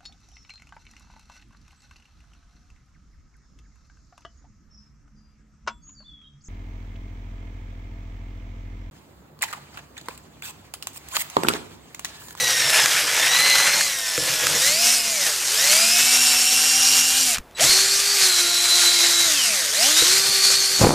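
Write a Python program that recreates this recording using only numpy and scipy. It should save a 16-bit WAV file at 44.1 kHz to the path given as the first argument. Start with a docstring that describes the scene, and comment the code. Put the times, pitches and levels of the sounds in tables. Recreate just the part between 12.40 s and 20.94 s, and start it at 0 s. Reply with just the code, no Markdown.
"""A cordless drill spins a wet bristle brush on a soapy car wheel, close to a microphone, over a quiet yard bed.
First the shaft and planet gears whine with motor speed over gear rattle and bristle scrub; knocks ring the wheel.
Just before 5 s the trigger is let go, the drill hushes and a puff of its cooling air hits the microphone.
The speed control sings at 5.15 s; the drill picks up turned away, a second puff follows, a knock lands near 7.6 s.
From 8.38 s the air buffets the microphone in lumpy low noise with sharp slaps."""
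import sys
import numpy as np
from scipy import signal
from scipy.fft import rfft, irfft, next_fast_len
from scipy.io import wavfile
from scipy.ndimage import uniform_filter1d, map_coordinates

SR = 44100
rng = np.random.default_rng(int(sys.argv[2]) if len(sys.argv) > 2 else 0)


def dump_mix(stems):
    """Bounce the given channels to the path in sys.argv[1] as a 16-bit WAV at rate SR."""
    frames = np.atleast_2d(stems).T  # one column per channel
    limited = np.clip(frames, -1, 1)  # hard clip at full scale
    pcm = np.round(limited * 32767).astype(np.int16)
    wavfile.write(sys.argv[1], SR, pcm)


N = 376613
T = np.arange(N) / SR

# yard bed, spectrum shape: (f/Hz, relative level/dB)
YARD_SPECTRUM = [(18, -33), (30, -5), (132, -14), (800, -12), (3000, -27.5), (3700, -32), (15000, -35)]
# cooling-air puffs: (t/s, length/s, level/dB)
AIR_PUFFS = [(4.995, .02, -37), (5.284, 0.023, -30)]
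# eddies slapping the membrane: (t/s, relative level/dB)
EDDIES = [(8.416, 0), (8.427, -9), (8.437, -4), (8.443, 1), (8.447, 6), (8.469, 0), (8.473, -2),
          (8.477, -7), (8.493, -3), (8.507, -2)]
# buffeting air, spectrum shape: (f/Hz, relative level/dB)
BUFFET_SPECTRUM = [(30, -17), (120, 2.5), (300, -1.5), (1100, -10.5), (2000, -30), (4000, -63)]
# resonances of wheel and tyre: (f/Hz, width/Hz, level/dB)
WHEEL_MODES = [(60, 16, -19), (140, 38, -3), (311, 16, -3.5), (498, 58, -0.5)]
# brush disc knocking the wheel: (t/s, relative level/dB, wheel ring above it/dB)
WHEEL_KNOCKS = [(.39, -17, -2), (1.778, -33, 20), (2.065, -26, 2), (7.621, -14.5, 7)]
# bristles snapping over an edge, and trigger clicks: (t/s, relative level/dB)
SNAP_TIMES = [(0.3974, -7), (0.4589, 4.5), (0.5511, -4), (0.836, -9), (1.0045, 1), (1.0997, 3), (1.1554, 2),
              (1.1844, 0), (1.2014, -5), (1.4103, 2.5), (1.778, -5), (2.0692, 3), (4.9714, -14),
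              (4.9834, -8), (5.1108, -34)]
# tone colour of a bristle snap: (f/Hz, gain/dB)
SNAP_RESPONSE = [(500, -44), (1300, 7.5), (3000, -0.5), (7000, -2), (15000, -14)]
# switching tones of the speed control: (f/Hz, relative level/dB)
CHOPPER_TONES = [(3946, -43), (7897, -46)]
# wheel drone, loud while the brush presses on the rim: (t/s, level/dB)
DRONE_LEVEL = [(0, -40.5), (1.4, -46.5), (1.55, -55), (1.75, -62), (1.79, -38.5), (2.3, -40), (2.5, -51.5),
               (4.9, -51.5), (5.25, -40.5), (5.6, -54), (7.3, -50.5), (7.9, -45), (8.54, -47)]
# bristle scrub, spectrum shape: (f/Hz, relative level/dB)
SCRUB_SPECTRUM = [(180, -47), (300, -18.5), (800, -6.5), (1200, -7.5), (1860, -1.5), (3500, -4.5),
                  (5000, -10), (6500, -25), (11000, -120)]
# motor shaft before smoothing: (t/s, turns f/Hz)
SHAFT_SPEED = [(0.0, 181), (0.5, 150.3), (0.71, 148.1), (0.89, 174.2), (1.06, 189.1), (1.22, 183.4),
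               (1.4, 197.4), (1.5, 180), (1.68, 163.4), (2.1, 151.8), (2.2, 163.2), (2.41, 229.6),
               (2.52, 241.4), (2.73, 220.5), (2.94, 137), (3.05, 103.9), (3.25, 186.7), (3.4, 220.7),
               (3.78, 253.2), (3.95, 245.7), (4.21, 253.6), (4.52, 260), (4.63, 253.1), (4.81, 265),
               (4.88, 250), (4.94, 222), (4.99, 131), (5.18, 109.7), (5.225, 250), (5.26, 336),
               (5.3, 374.5), (5.5, 391.2), (5.75, 402), (5.9, 363.7), (6.05, 348), (6.33, 353),
               (6.85, 341.3), (7.09, 223), (7.25, 151.8), (7.31, 134.8), (7.37, 185), (7.49, 297.5),
               (7.74, 381.5), (7.84, 389), (8.54, 385)]
# work: (t/s, rattle level at reference speed/dB, scrub above rattle/dB,
# first gear stage above rattle/dB, second stage above rattle/dB)
WORKLOAD = [(0, -20, -4.5, 4.5, -18), (0.37, -18.5, -1, 4.5, -17), (0.65, -19.5, 0, -2, -24),
            (1.0, -18, -0.5, 4.5, -15), (1.22, -17.5, -1, 4.5, -15), (1.42, -19, -3.5, 2, -18),
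            (1.54, -23, -8.5, 1, -15), (2.1, -18, -5, -1.5, -15), (2.4, -21, -14, -1.5, -17.5),
            (2.8, -20.5, -9, -4, -24), (3.2, -15.5, -8.5, -1, -21), (3.5, -16, -11.5, -1, -17),
            (4.0, -16.5, -10.5, -1, -20), (4.78, -18, -15, -1, -18.5), (4.9, -17.5, -13.5, -10, -22),
            (5.22, -14.5, -8, -6, -24), (5.35, -18.5, -11, 0, -21.5), (5.58, -20.5, -14, -6.5, -21),
            (5.85, -20.5, -10.5, -0.5, -25), (6.2, -20, -9.5, 1, -19), (6.6, -19, -9.5, 1.5, -17),
            (6.9, -18.5, -12.5, 0, -16.5), (7.15, -17.5, -11, -2, -19), (7.6, -17.5, -10.5, -0.5, -22),
            (8.2, -22.5, -10.5, 3.5, -17), (8.41, -20.5, -10.5, -4, -22), (8.54, -29, -15, 1, -16)]
# shoves of the brush against the wheel: (t/s, length/s, rattle boost/dB)
BRUSH_SHOVES = [(0.397, 0.078, 3.5), (.84, 0.044, 1), (2.28, 0.064, 6), (2.49, 0.084, 5.5),
                (2.85, 0.057, 3.5), (3.313, .1, 1.5), (3.843, .1, 1.5), (4.12, .05, 0.5),
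                (4.566, 0.064, 2.5), (4.807, .06, 2.2), (5.36, .08, 2), (5.847, 0.064, 4),
                (6.03, 0.039, 1.5), (6.42, 0.087, 2.5), (6.664, 0.049, 1.5), (7.46, 0.049, 3),
                (7.654, 0.097, 2.5), (8.082, 0.066, 4)]
# gear rattle, drill seen from the side, spectrum shape: (f/Hz, relative level/dB)
RATTLE_SIDE = [(900, -24.5), (1500, -12), (2000, -15.5), (2700, -7.5), (3500, -8.5), (5500, -2.5),
               (7700, -4.5), (12700, -12.5), (15200, -19.5)]
# gear rattle, drill turned away, spectrum shape: (f/Hz, relative level/dB)
RATTLE_AWAY = [(900, -25.5), (1500, -10.5), (3000, -10.5), (4300, -4), (5200, -3), (6600, -3), (8800, -7),
               (12900, -15.5), (15200, -23)]
# shaft orders: (multiple of shaft speed, offset/dB, offset turned away/dB, flutter/dB)
SHAFT_ORDERS = [(1, 2.5, 3, 2.2), (2, -22, -8, 3.5), (3, -3, -4, 2.5), (4, -8.5, -5.5, 3)]
# housing resonance under the shaft orders: (f/Hz, level above rattle/dB)
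HOUSING = [(100, -67), (200, -34), (380, -26), (480, -26), (640, -15.5), (800, -25), (950, -35.5),
           (1150, -23.5), (1400, -18), (1600, -26)]
# second gear stage: (multiple of its tooth rate, relative level/dB)
SECOND_STAGE = [(2, -1.5), (3, 0), (4, -0.5), (5, -7), (6, -13)]
# how the gear case passes a gear line: (f/Hz, gain/dB)
CASE_RESPONSE = [(1300, 2), (1650, -2), (2000, 1.5), (2400, -2.5), (2800, -0.7), (3400, -4), (4200, 2.5),
                 (4800, 2.5), (5500, 2.5), (6500, -3), (8500, 3)]
# rotor slots and fan blades: (multiple of shaft speed, level above rattle/dB)
ROTOR_LINES = [(15, -32), (18, -30), (20, -38), (29, -27)]
# housing resonances that fast teeth excite: (f/Hz, relative level/dB)
VENT_MODES = [(7150, -12), (8800, -15.5), (12500, -25)]

# events per shaft turn: teeth meeting, planets passing, the carrier's beat, second-stage teeth
MESH, PLANET, CARRIER, SECOND_MESH = 10.83, 0.635, 0.367, 3.1
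# gear lines: (relative level/dB, relative level turned away/dB)
MESH_DB, PLANET_DB, OVERTONE_DB, THIRD_DB = (-13, -16), (-16, -11.5), (-13, -12.5), (-12.5, -30)
PLANET_FULL_HZ = 260  # shaft speed from which the planets sing fully
TEETH_PULL = 0.08  # share of the current surge that loads the teeth
INERTIA_S = 0.03  # the rotor rounds off every change of speed
REFERENCE_HZ, RATTLE_DB_PER_OCTAVE = 250, 3.5  # faster gears rattle louder
RELEASE_S, BRAKE_DB_PER_S = 4.945, 598  # trigger let go
PICKUP_S, RISE_DB_PER_S = 5.21, 676  # drill picks up again
STILL_DB, SCRUB_LINGERS_DB = -46.5, 16  # drop of the rattle; bristles still drag while gears are quiet
SIDE_ON = T < 5.1  # afterwards the drill is turned away
BUFFET_S, BUFFET_ATTACK_S, BUFFET_DB, BUFFET_FADE_DB_PER_S = 8.38, 0.043, -13.5, 65
YARD_DB = -50.5
TOP_HZ = 15080


def amp(db):
    """Gain of a level in dB."""
    return 10 ** (np.asarray(db) / 20)


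def unit(x):
    """x at rms 1."""
    return x / np.sqrt(np.mean(np.abs(x) ** 2) + 1e-20)


def along(points, hz):
    """(f/Hz, value) points read on a log frequency axis."""
    f, value = np.transpose(points)
    return np.interp(np.log(hz + 1), np.log(f + 1), value)


def curves(rows):
    """One value per sample for each column after the time."""
    s, *columns = np.transpose(rows)
    return [np.interp(T, s, column) for column in columns]


def wobble(rate):
    """A smooth random curve, rate knots a second."""
    knots = rng.standard_normal(int(N * rate / SR) + 4)
    return map_coordinates(knots, [T * rate], order=2)


def filtered(x, response):
    """x shaped by a response of frequency."""
    m = next_fast_len(N + SR // 2)
    return irfft(rfft(x, m) * response(np.fft.rfftfreq(m, 1 / SR)), m)[:N]


def noise(spectrum, patchy_db):
    """Coloured noise of rms 1 with time-frequency patches of random gain."""
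    grid = signal.stft(rng.standard_normal(N + 512), nperseg=512)[2]
    patches = uniform_filter1d(rng.standard_normal(grid.shape), 8, 0)
    patches = unit(uniform_filter1d(patches, 10, 1))
    white = signal.istft(grid * amp(patchy_db * patches), nperseg=512)[1][:N]
    return unit(filtered(white, lambda hz: amp(along(spectrum, hz))))


def bumps(rows):
    """Gaussian swells: one pair of (centre, length) and a height per row."""
    return sum(height * np.exp(-((T - s) / length) ** 2) for s, length, height in rows)


def yard():
    """Steady coloured noise as the outdoor bed."""
    return amp(YARD_DB) * noise(YARD_SPECTRUM, patchy_db=0.5)


def puffs():
    """Cooling air puffs as short swells of low thump on the microphone."""
    thump = noise([(25, -0.5), (90, -7), (200, -8), (500, -40)], patchy_db=3.5)
    return thump * bumps([(s, length, amp(db)) for s, length, db in AIR_PUFFS])


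def buffeting():
    """Lumpy air noise swells fast and fades slowly on the microphone."""
    attack = np.clip((T - BUFFET_S) / BUFFET_ATTACK_S, 0, 1) ** 2
    fade_s = np.clip(T - BUFFET_S - BUFFET_ATTACK_S, 0, 1)
    blowing = attack * amp(BUFFET_DB - BUFFET_FADE_DB_PER_S * fade_s)
    return blowing * unit(amp(1.8 * wobble(150)) * noise(BUFFET_SPECTRUM, patchy_db=1.0))


def slaps():
    """Single eddies slap the membrane: a steep push, then a slower suck."""
    out = np.zeros(N)
    u = np.arange(SR // 100) / SR / 0.00022  # time in units of 0.22 ms
    shape = u * (1 - u / 4) * np.exp(-u / 1.53)
    for s, db in EDDIES:
        out[round(s * SR):][:len(u)] += amp(db + 6.5) * shape
    return out


def wheel(hz):
    """Response of the wheel and tyre as resonances of alternating sign."""
    response = 0
    for k, (centre, width, db) in enumerate(WHEEL_MODES):
        damping = 1j * hz * width
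        response = response + (-1) ** k * amp(db) * damping / (centre ** 2 - hz ** 2 + damping)
    return response


def snap_response(hz):
    """Gain that colours bristle snaps."""
    return amp(along(SNAP_RESPONSE, hz))


def knocks():
    """Decaying noise blows give a dull thud and ring the wheel."""
    thuds, rings, t = np.zeros(N), np.zeros(N), np.arange(SR // 20) / SR
    for s, db, ring_db in WHEEL_KNOCKS:
        blow = amp(db + 16 - 60 * t / 0.017) * rng.standard_normal(len(t))  # 60 dB down in 17 ms
        thuds[round(s * SR):][:len(t)] += blow
        rings[round(s * SR):][:len(t)] += amp(ring_db) * blow
    dull = lambda hz: 1 / (1 + 1j * hz / 900) ** 2
    return filtered(thuds, dull) + filtered(rings, wheel)


def ticks():
    """Bristle snaps and trigger clicks as dry bursts, 60 dB down in 12 ms."""
    snaps, t = np.zeros(N), np.arange(SR // 20) / SR
    for s, db in SNAP_TIMES:
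        snaps[round(s * SR):][:len(t)] += amp(db - 6 - 60 * t / 0.012) * rng.standard_normal(len(t))
    return filtered(snaps, snap_response)


def chopper():
    """The speed control sings steady tones for a moment before the motor picks up."""
    on = np.interp(T, [5.148, 5.152, 5.175, 5.19], [0, 1, 1, 0])
    return on * sum(amp(db + 4) * np.sin(2 * np.pi * hz * T) for hz, db in CHOPPER_TONES)


def drone():
    """Unsteady noise through the wheel's resonances hums under the brush."""
    ringing = filtered(rng.standard_normal(N), wheel)
    return amp(curves(DRONE_LEVEL)[0]) * unit(amp(3.9 * wobble(30)) * ringing)


def scrub(press_db):
    """Bristle friction as noise that follows contact pressure, with dense flicked grains; rms 1."""
    flicks = (rng.random(N) < 90 / SR) * rng.standard_normal(N)  # about 90 a second
    flicks = unit(filtered(flicks, snap_response))
    friction = noise(SCRUB_SPECTRUM, patchy_db=1.4) + 0.28 * flicks
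    return unit(amp(1.53 * press_db + 1.5 * wobble(150)) * friction)


def rattle(turns, press_db):
    """Gear noise that beats with planet passes, carrier and shaft turns; rms 1."""
    cycle = lambda multiple: np.cos(2 * np.pi * multiple * turns)
    beat_db = 1.2 * cycle(PLANET) + 0.59 * cycle(CARRIER) + 0.68 * cycle(1)
    side, away = noise(RATTLE_SIDE, patchy_db=1.5), noise(RATTLE_AWAY, patchy_db=1.35)
    return unit(amp(beat_db + press_db) * np.where(SIDE_ON, side, away))


def effort(hz):
    """Rattle grows with speed and with each shove, and drops while the trigger is let go."""
    rattle_db, scrub_db, *stages_db = curves(WORKLOAD)
    braking_db = BRAKE_DB_PER_S * (RELEASE_S - T)
    rising_db = RISE_DB_PER_S * (T - PICKUP_S)
    on_db = np.clip(np.maximum(braking_db, rising_db), STILL_DB, 0)
    speed_db = RATTLE_DB_PER_OCTAVE * np.log2(hz / REFERENCE_HZ)
    rattle_db = rattle_db + speed_db + bumps(BRUSH_SHOVES) + on_db
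    return rattle_db, scrub_db + np.minimum(-2 * on_db, SCRUB_LINGERS_DB), *stages_db


def acceleration(hz, window):
    """Smoothed change of shaft speed in Hz per second."""
    return uniform_filter1d(np.gradient(hz) * SR, size=window)


def tone(turns, multiple, flutter_db):
    """A sine locked to the shaft, rms 1 before its strength flutters."""
    sine = np.sin(2 * np.pi * (multiple * turns + rng.random()))
    return np.sqrt(2) * amp(flutter_db * wobble(25)) * sine


def band(phase, width):
    """A line smeared into a noise band by a random complex envelope; phase in turns."""
    return np.real((wobble(width) + 1j * wobble(width)) * np.exp(2j * np.pi * phase))


def shaft_orders(hz, turns, load_db, pull_db):
    """The housing lifts whichever shaft order crosses its resonance; order 3 takes the current surge."""
    out = np.zeros(N)
    for multiple, side_db, away_db, flutter_db in SHAFT_ORDERS:
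        k = round(multiple)
        level_db = load_db + np.where(SIDE_ON, side_db, away_db) + along(HOUSING, k * hz)
        out += amp(level_db + (k == 3) * pull_db) * tone(turns, k, flutter_db)
    return out


def rotor(hz, turns, load_db):
    """Rotor slots and fan blades add high lines that grow with speed."""
    lines = sum(amp(load_db + db) * tone(turns, round(k), flutter_db=3) for k, db in ROTOR_LINES)
    return np.clip(hz / 300, 0, 1) ** 2 * lines


def vents(hz, load_db):
    """Fast teeth excite fixed housing resonances, heard only while the drill is side-on."""
    bands = sum(amp(load_db + db) * band(vent_hz * T, width=500) for vent_hz, db in VENT_MODES)
    return np.clip(hz / 240, 0, 1) ** 6 * SIDE_ON * bands


def gears(hz, turns, load_db, pull_db, first_db, second_db):
    """Two stages of tooth lines through the gear case, with overtones smeared into moving bands."""
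    def level(k, db):
        case_db = along(CASE_RESPONSE, k * hz)
        return amp(load_db + db + TEETH_PULL * pull_db + case_db + 1.27 * wobble(4))

    first = lambda k, db: level(k, first_db + np.where(SIDE_ON, *db))
    passed = lambda k: 1 / (1 + (k * hz / 7500) ** 12)  # the housing holds back the highest overtones
    side, double, third = MESH + PLANET, 2 * MESH, 3 * MESH + PLANET
    planet = first(side, PLANET_DB) * np.clip(hz / PLANET_FULL_HZ, 0, 1) ** 2.2
    out = first(MESH, MESH_DB) * tone(turns, MESH, flutter_db=2.0)
    out += planet * tone(turns, side, flutter_db=4.0)
    out += amp(-2.0) * planet * band(side * turns, width=760)  # rough skirt of the mesh
    for multiple, db in SECOND_STAGE:
        k = round(multiple) * SECOND_MESH
        rising = np.clip(k * hz / 2400, 0, 1) ** 2
        out += level(k, second_db + db) * rising * tone(turns, k, flutter_db=2.5)
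    coasting = amp(np.clip(acceleration(hz, SR // 16) / 70, -5, 0))  # softer while slowing
    overtones = band(double * turns, width=130) + 0.99 * band((double + PLANET) * turns, width=90)
    out += first(double, OVERTONE_DB) * coasting * passed(double) * overtones
    out += first(third, THIRD_DB) * passed(third) * band(third * turns, width=260)
    return out


def whine(hz, turns, rattle_db, first_db, second_db):
    """Shaft, gears, rotor and vents sing with motor speed and load."""
    load_db = uniform_filter1d(rattle_db, size=SR // 30)
    pull_db = np.clip(acceleration(hz, SR // 50) / 200, 0, 14)  # current surges on speeding up
    engaged = np.clip(hz / 165, 0, 1) ** 4  # slow gears barely sing
    high = gears(hz, turns, load_db, pull_db, first_db, second_db)
    high += rotor(hz, turns, load_db) + vents(hz, load_db)
    return shaft_orders(hz, turns, load_db, pull_db) + engaged * high


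def drill():
    """One shaft speed and one brush pressure drive rattle, scrub, wheel drone and whine."""
    hz = uniform_filter1d(curves(SHAFT_SPEED)[0], size=round(INERTIA_S * SR), mode="nearest")
    turns = np.cumsum(hz) / SR
    rattle_db, scrub_db, *stages_db = effort(hz)
    press_db = 0.4 * wobble(12) + 0.74 * wobble(40) + 0.54 * wobble(300)  # uneven contact of the brush
    body = amp(rattle_db - 1.68) * rattle(turns, press_db)
    body += amp(rattle_db + scrub_db - 2.04) * scrub(press_db)
    running = np.clip(amp(rattle_db + 37), 0, 1)  # drone and whine sink further once rattle is below -37 dB
    return body + running * (drone() + whine(hz, turns, rattle_db, *stages_db))


def scene():
    """One microphone feeds both channels."""
    air = puffs() + buffeting() + slaps()
    mono = yard() + air + knocks() + ticks() + chopper() + drill()
    return np.tile(mono, (2, 1))


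def record(dry):
    """Peaks round off towards full scale, then everything from the band limit up is cut."""
    soft = dry[0] / (1 + np.abs(dry[0]) ** 6) ** (1 / 6)
    return np.tile(filtered(soft, lambda hz: hz < TOP_HZ), (2, 1))


dry = scene()
out = record(dry)
dump_mix(out)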